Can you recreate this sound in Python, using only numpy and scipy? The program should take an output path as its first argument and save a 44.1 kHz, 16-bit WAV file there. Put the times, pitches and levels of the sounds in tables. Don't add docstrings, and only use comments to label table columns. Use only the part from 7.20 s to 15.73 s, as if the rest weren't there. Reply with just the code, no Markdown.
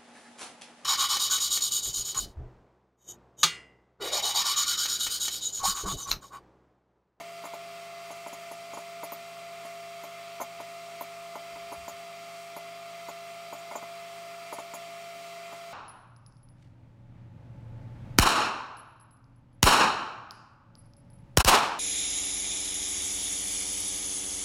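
import sys
import numpy as np
from scipy import signal
from scipy.fft import rfft, irfft
from scipy.io import wavfile
from scipy.ndimage import uniform_filter1d

SR = 44100
rng = np.random.default_rng(int(sys.argv[2]) if len(sys.argv) > 2 else 0)


def field_ratio(decibels):
    return 10 ** (np.asarray(decibels, dtype=float) / 20)


def put_to_file(sound):
    columns = np.atleast_2d(sound).T
    safe = np.clip(columns, -1, 1)
    whole_steps = np.round(safe * 32767)
    wavfile.write(sys.argv[1], SR, whole_steps.astype(np.int16))


N = 376173

# t/s, peak level/dB, treble level/dB against the usual burst, low bowl ring f/Hz
BURSTS = [(.0063, -32.5, 12, 6320), (.2394, -31, 0, 6390), (.3352, -30.5, -6, 7440),
          (.9035, -32.5, -3, 6630), (1.0628, -30, -4, 7390), (1.1279, -33.5, -2, 6700),
          (1.3128, -31.5, -4, 6420), (1.5332, -32, -3, 6880), (1.5718, -28.5, -8, 6880),
          (1.8315, -27.5, -5, 6630), (1.9204, -30.5, 0, 6510), (2.4484, -38, 0, 6710),
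          (2.8359, -33, 4, 6850), (3.2009, -26, -11, 6360), (3.4008, -30.5, 2, 6790),
          (3.8093, -26, 1, 6430), (4.1547, -28, 2, 6670), (4.3586, -35, -2, 6700),
          (4.5175, -32.5, -2, 6570), (4.6794, -29, -2, 6800), (5.3646, -30, 0, 6760),
          (5.8855, -29, -4, 7000), (6.326, -28.5, -4, 7030), (6.5128, -28.5, 7, 7020),
          (6.5543, -24, -1, 6950), (6.6259, -33, -5, 6940), (7.3254, -25.5, -5, 7000),
          (7.3844, -26.5, 2, 6800), (7.5368, -29.5, -3, 7030), (8.3249, -34, -4, 7100)]
# t/s, peak level/dB, treble level/dB, low bowl ring f/Hz
TWINS = [
    (.2537, -32, 6, 7560),
    (1.8379, -39, 0, 6810),
    (3.2134, -24, 4, 6250),
    (4.5247, -30, -5, 6570),
]
# f/Hz, level/dB, t60/s, sign (+1 or -1 as the mode pushes or pulls the door)
CAVITY = [(125, -37, .25, -1), (242, -30, .103, -1), (295, -21, .059, -1), (367, -20, .033, -1),
          (462, -11, .012, 1), (583, -15, .058, -1), (613, -27, .25, 1), (647, -14, .046, 1),
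          (738, -16, .049, -1), (858, -9, .054, -1), (874, 0, .017, 1), (931, -6, .026, -1),
          (989, -18, .074, -1), (1036, -17, .056, -1), (1105, -24, .13, 1), (1185, -32, .171, -1),
          (1227, -14, .023, -1), (1325, -32, .082, -1), (1430, -29, .076, -1), (1498, -26, .05, 1),
          (1811, -30, .084, -1), (2080, -27, .12, 1), (2170, -23, .16, -1), (2290, -28, .12, 1),
          (3450, -18, .08, 1)]
# t/s, low ring level/dB,
# middle ring level/dB, high ring level/dB
KNOCKS = [(.0044, -50, -57, -52.5), (.2409, -52, -57, -58), (.2525, -45, -50, -50), (.3371, -50, -55, -51),
          (.911, -47, -50, -59), (1.071, -48, -50, -56), (1.1313, -44, -47.5, -50),
          (1.3164, -50, -45.5, -57), (1.536, -44, -51, -59), (1.575, -49, -51, -60),
          (1.8365, -47, -44.5, -42), (1.922, -53, -48, -37.5), (2.4543, -53, -52, -58),
          (2.837, -46.5, -55, -46), (3.2056, -47, -49, -40), (3.216, -39, -41.5, -44),
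          (3.4037, -53, -52, -55), (3.811, -52, -48, -39), (4.1565, -50, -53, -54), (4.524, -49, -47, -54),
          (4.683, -42, -53, -45), (5.3667, -49, -44.5, -45), (5.887, -46, -55, -49), (6.331, -47, -58, -48),
          (6.5153, -54, -55, -59), (6.5574, -39, -54, -48), (7.329, -48, -43, -50),
          (7.3891, -45.5, -51, -62), (7.54, -42, -46, -44), (8.3288, -54, -58, -63),
          (.9552, -54, -59, -58),
    (1.5994, -54, -63, -67),
    (6.3834, -51, -66, -65),
    (6.6268, -60, -63, -56),
]
# f/Hz, level/dB, t60/s
GLASS = [
    [(6250, 0, .07), (6370, 0, .08), (6520, -2, .07), (6750, -3, .06), (6900, 1, .08), (7060, 0, .08),
     (7430, -3, .09)],
    [(10300, -11, .05), (10680, 2, .1), (10850, -4, .07), (11000, -5, .07), (11200, -5, .06),
     (11430, -5, .06), (12100, -14, .04)],
    [(13100, -13, .04), (13700, -3, .07), (13900, 0, .09), (14020, 0, .08), (14200, -2, .07),
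     (14400, -5, .06), (14600, -6, .06), (14900, -5, .06), (15300, -10, .05)],
]
# multiple of the shaft speed, rms level/dB
FAN = [(1, -63.5), (4, -44.5), (8, -62), (12, -63), (16, -65), (20, -69.5), (28, -68.5), (34, -75)]
# f/Hz, rms level/dB
BUZZ = [(120, -72), (400, -61.5), (800, -69.5), (1200, -61.5), (1800, -80)]
# f/Hz, level/dB per Hz
AIR = [(25, -20.1), (76, -16.5), (100, -18.5), (200, -10.7), (342, -10.4), (660, 0.0), (860, -8.2),
       (1250, -3.1), (1600, -3.6), (2100, -1.2), (3000, -10.4), (5000, -12.0), (7500, -15.1),
       (10500, -21.9), (15800, -24.4)]
# f/Hz, width/Hz, level/dB (below zero a dip)
VENTS = [(510, 100, -10.0), (770, 20, -10.0), (940, 20, -6.4), (1100, 50, 4.7), (1280, 70, 5.4),
         (1440, 20, 3.6), (1580, 200, -9.9), (1750, 30, -7.5), (1840, 30, -8.1), (1950, 60, -10.0),
         (2070, 40, 2.3), (2430, 160, 5.6), (2500, 40, -10.0), (2620, 60, 3.9), (2950, 40, -4.1),
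         (3140, 180, 7.3), (3320, 30, -4.3), (3380, 20, 4.8), (3700, 20, 4.9), (3980, 60, 7.0),
         (4570, 130, 6.3), (4690, 40, -7.1), (5630, 120, 6.6), (5690, 80, -7.1), (6050, 120, 6.3),
         (6260, 620, -6.1), (6650, 200, 5.6), (8410, 190, 6.2), (10000, 60, 3.2), (12270, 170, 3.5)]
# t/s, peak level/dB, f/Hz, t60/s
THUMPS = [
    (4.325, -55, 60.7, 0.16),
    (4.409, -60, 70.0, 0.2),
    (4.459, -66, 88.8, 0.2),
    (4.573, -46, 78.1, 0.1),
    (4.599, -60, 75.4, 0.18),
    (4.585, -58, 280, 0.15),
    (4.618, -48, 84, 0.12),
    (4.719, -58, 94.2, 0.2),
]

BLAST_S = .00057
USUAL_DB, BASS_DB_PER_DB = -29.5, -0.4
REBOUND_S, REBOUND_DB = .012, -13
CONTACT_DB = -9
RING_SHARE, HIGH_PER_LOW = 0.75, 2.12
FAN_HZ, FAN_WOBBLE_HZ = 170.36, 0.235
UNBALANCE_HZ, UNBALANCE = 59.2, 0.086
AIR_DB = -48.5
COUNTER_HZ = 55
FLICKERS, FLICKER_S, FLICKER_DB = 38, .046, -68.5
TOP_HZ = 15730


def walk(rate):
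    hold = int(SR / rate)
    steps = np.repeat(rng.standard_normal(N // hold + 1), hold)
    return 1.314 * uniform_filter1d(uniform_filter1d(steps, hold), hold)[:N]


def ring(push, hz, t60):
    pole = np.exp(2j * np.pi * hz / SR - np.log(1000) / (t60 * SR))
    return signal.lfilter([1], [1, -pole], push).imag


def add(out, s, sound):
    i = max(int(s * SR), 0)
    out[i:i + len(sound)] += sound[:N - i]


def rattle(size, count, spread_s, fade_db, first_db):
    push, chance = np.zeros(size), rng.random((count, 3))
    at = (chance[:, 0] * spread_s * SR).astype(int)
    level = field_ratio(-fade_db * (chance[:, 0] + chance[:, 2]))
    push[at] += np.sign(chance[:, 1] - .5) * level
    push[0] = field_ratio(first_db)
    return push


def bursts():
    out = np.zeros(N)
    for s, db, treble_db, _ in BURSTS + TWINS:
        bass_db = BASS_DB_PER_DB * (db - USUAL_DB)
        push = rattle(size=6500, count=7, spread_s=.028, fade_db=7, first_db=12)
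        push = np.convolve(push, np.hanning(int(BLAST_S * SR)))[:6500]
        place = rng.standard_normal((len(CAVITY), 2))
        sound = 0
        for (hz, mode_db, t60, way), (shade, detune) in zip(CAVITY, place):
            level_db = mode_db + .7 * shade + bass_db * (hz < 420) + treble_db * (hz > 1700)
            sound = sound + way * field_ratio(level_db) * ring(push, hz * (1 + .002 * detune), t60)
        add(out, s, field_ratio(db) * sound / np.abs(sound).max())
    return signal.sosfilt(signal.butter(2, 170, "high", fs=SR, output="sos"), out)


def glass():
    out = np.zeros(N)
    for s, *family_db in KNOCKS:
        nearest = min(BURSTS + TWINS, key=lambda burst: abs(burst[0] - s))
        low_hz = nearest[3]
        push, back = (rattle(size=3600, count=36, spread_s=.017, fade_db=8, first_db=-8) for _ in range(2))
        add(push, REBOUND_S, field_ratio(REBOUND_DB) * back[:3600 - int(REBOUND_S * SR)])
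        for family, level_db in zip(GLASS, family_db):
            hz, mode_db, t60 = np.transpose(family)
            shade, detune = rng.standard_normal((2, len(family)))
            mode_db = mode_db + 2 * shade - np.minimum(abs(hz - low_hz) / 70, 10) * (hz < 8000)
            mode_db -= np.minimum(abs(hz - HIGH_PER_LOW * low_hz) / 120, 7) * (hz > 13000)
            modes = zip(hz * (1 + .003 * detune), mode_db, t60)
            sound = sum(field_ratio(g) * ring(push, f, RING_SHARE * t) for f, g, t in modes)
            door = signal.butter(2, [hz[0] - 150, hz[-1] + 150], "band", fs=SR, output="sos")
            sound = signal.sosfilt(door, sound)
            add(out, s - .002, field_ratio(level_db + 2.5) * sound / np.abs(sound).max())
        contacts = np.diff(push, n=2)
        add(out, s - .002, field_ratio(max(family_db) + CONTACT_DB) * contacts)
    return out


def tone(hz, db, flutter_db):
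    level = np.sqrt(2) * field_ratio(db + flutter_db * walk(9.8))
    return level * np.sin(2 * np.pi * (np.cumsum(hz) / SR + rng.random()))


def motor():
    shaft = FAN_HZ + FAN_WOBBLE_HZ * walk(3) / 4
    fan = sum(tone(k * shaft, db, 0.068 + 0.097 * k) for k, db in FAN)
    throb = np.sin(2 * np.pi * UNBALANCE_HZ * np.arange(N) / SR)
    fan = fan * (1 + UNBALANCE * field_ratio(2 * walk(4.4)) * throb)
    buzz = sum(tone(np.full(N, 1. * hz), db, 1.0) for hz, db in BUZZ)
    return fan + buzz


def air():
    hz = np.maximum(np.fft.rfftfreq(N, 1 / SR), 1)
    air_hz, air_db = np.transpose(AIR)
    colour_db = np.interp(np.log(hz), np.log(air_hz), air_db)
    colour_db += sum(db / (1 + (2 * (hz - f) / w) ** 2) for f, w, db in VENTS)
    colour_db += 1.3 * walk(SR / 250)[:len(hz)] * (hz > 6900)
    rush = rfft(rng.standard_normal(N)) * field_ratio(colour_db)
    swell = walk(1.4)
    out = 0
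    for octave in range(5, 15):
        share = np.clip(1 - abs(np.log2(hz) - octave), 0, 1)
        out = out + irfft(rush * share, N) * field_ratio(.25 * swell + .6 * walk(12))
    return out * field_ratio(AIR_DB) / np.std(out)


def thumps():
    out = np.zeros(N)
    for s, db, hz, t60 in THUMPS:
        sound = ring(np.r_[np.hanning(400), np.zeros(9000)], hz, t60)
        add(out, s, field_ratio(db) * sound / np.abs(sound).max())
    return signal.sosfilt(signal.butter(2, COUNTER_HZ, "high", fs=SR, output="sos"), out)


def flickers():
    out, size = np.zeros(N), int(FLICKER_S * SR)
    fade = np.sin(np.pi * np.arange(size) / size)
    for when, place in rng.random((FLICKERS, 2)):
        hz = 5000 * 3.0 ** place
        band = signal.butter(6, [hz * .92, hz * 1.08], "band", fs=SR, output="sos")
        hiss = signal.sosfilt(band, rng.standard_normal(2 * size))[size:]
        add(out, when * N / SR, field_ratio(FLICKER_DB - 5 * place) * fade * hiss / hiss.std())
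    return out * np.array([[1], [-1]])


def scene():
    return np.tile(bursts() + glass() + motor() + air() + thumps(), (2, 1))


def band_limit(x):
    return signal.sosfilt(signal.butter(12, 16340, fs=SR, output="sos"), x)


def record(dry):
    top_cut = signal.ellip(12, .2, 70, TOP_HZ, fs=SR, output="sos")
    mix = signal.sosfilt(top_cut, dry + flickers())
    return band_limit(mix)


dry = scene()
out = record(dry)
put_to_file(out)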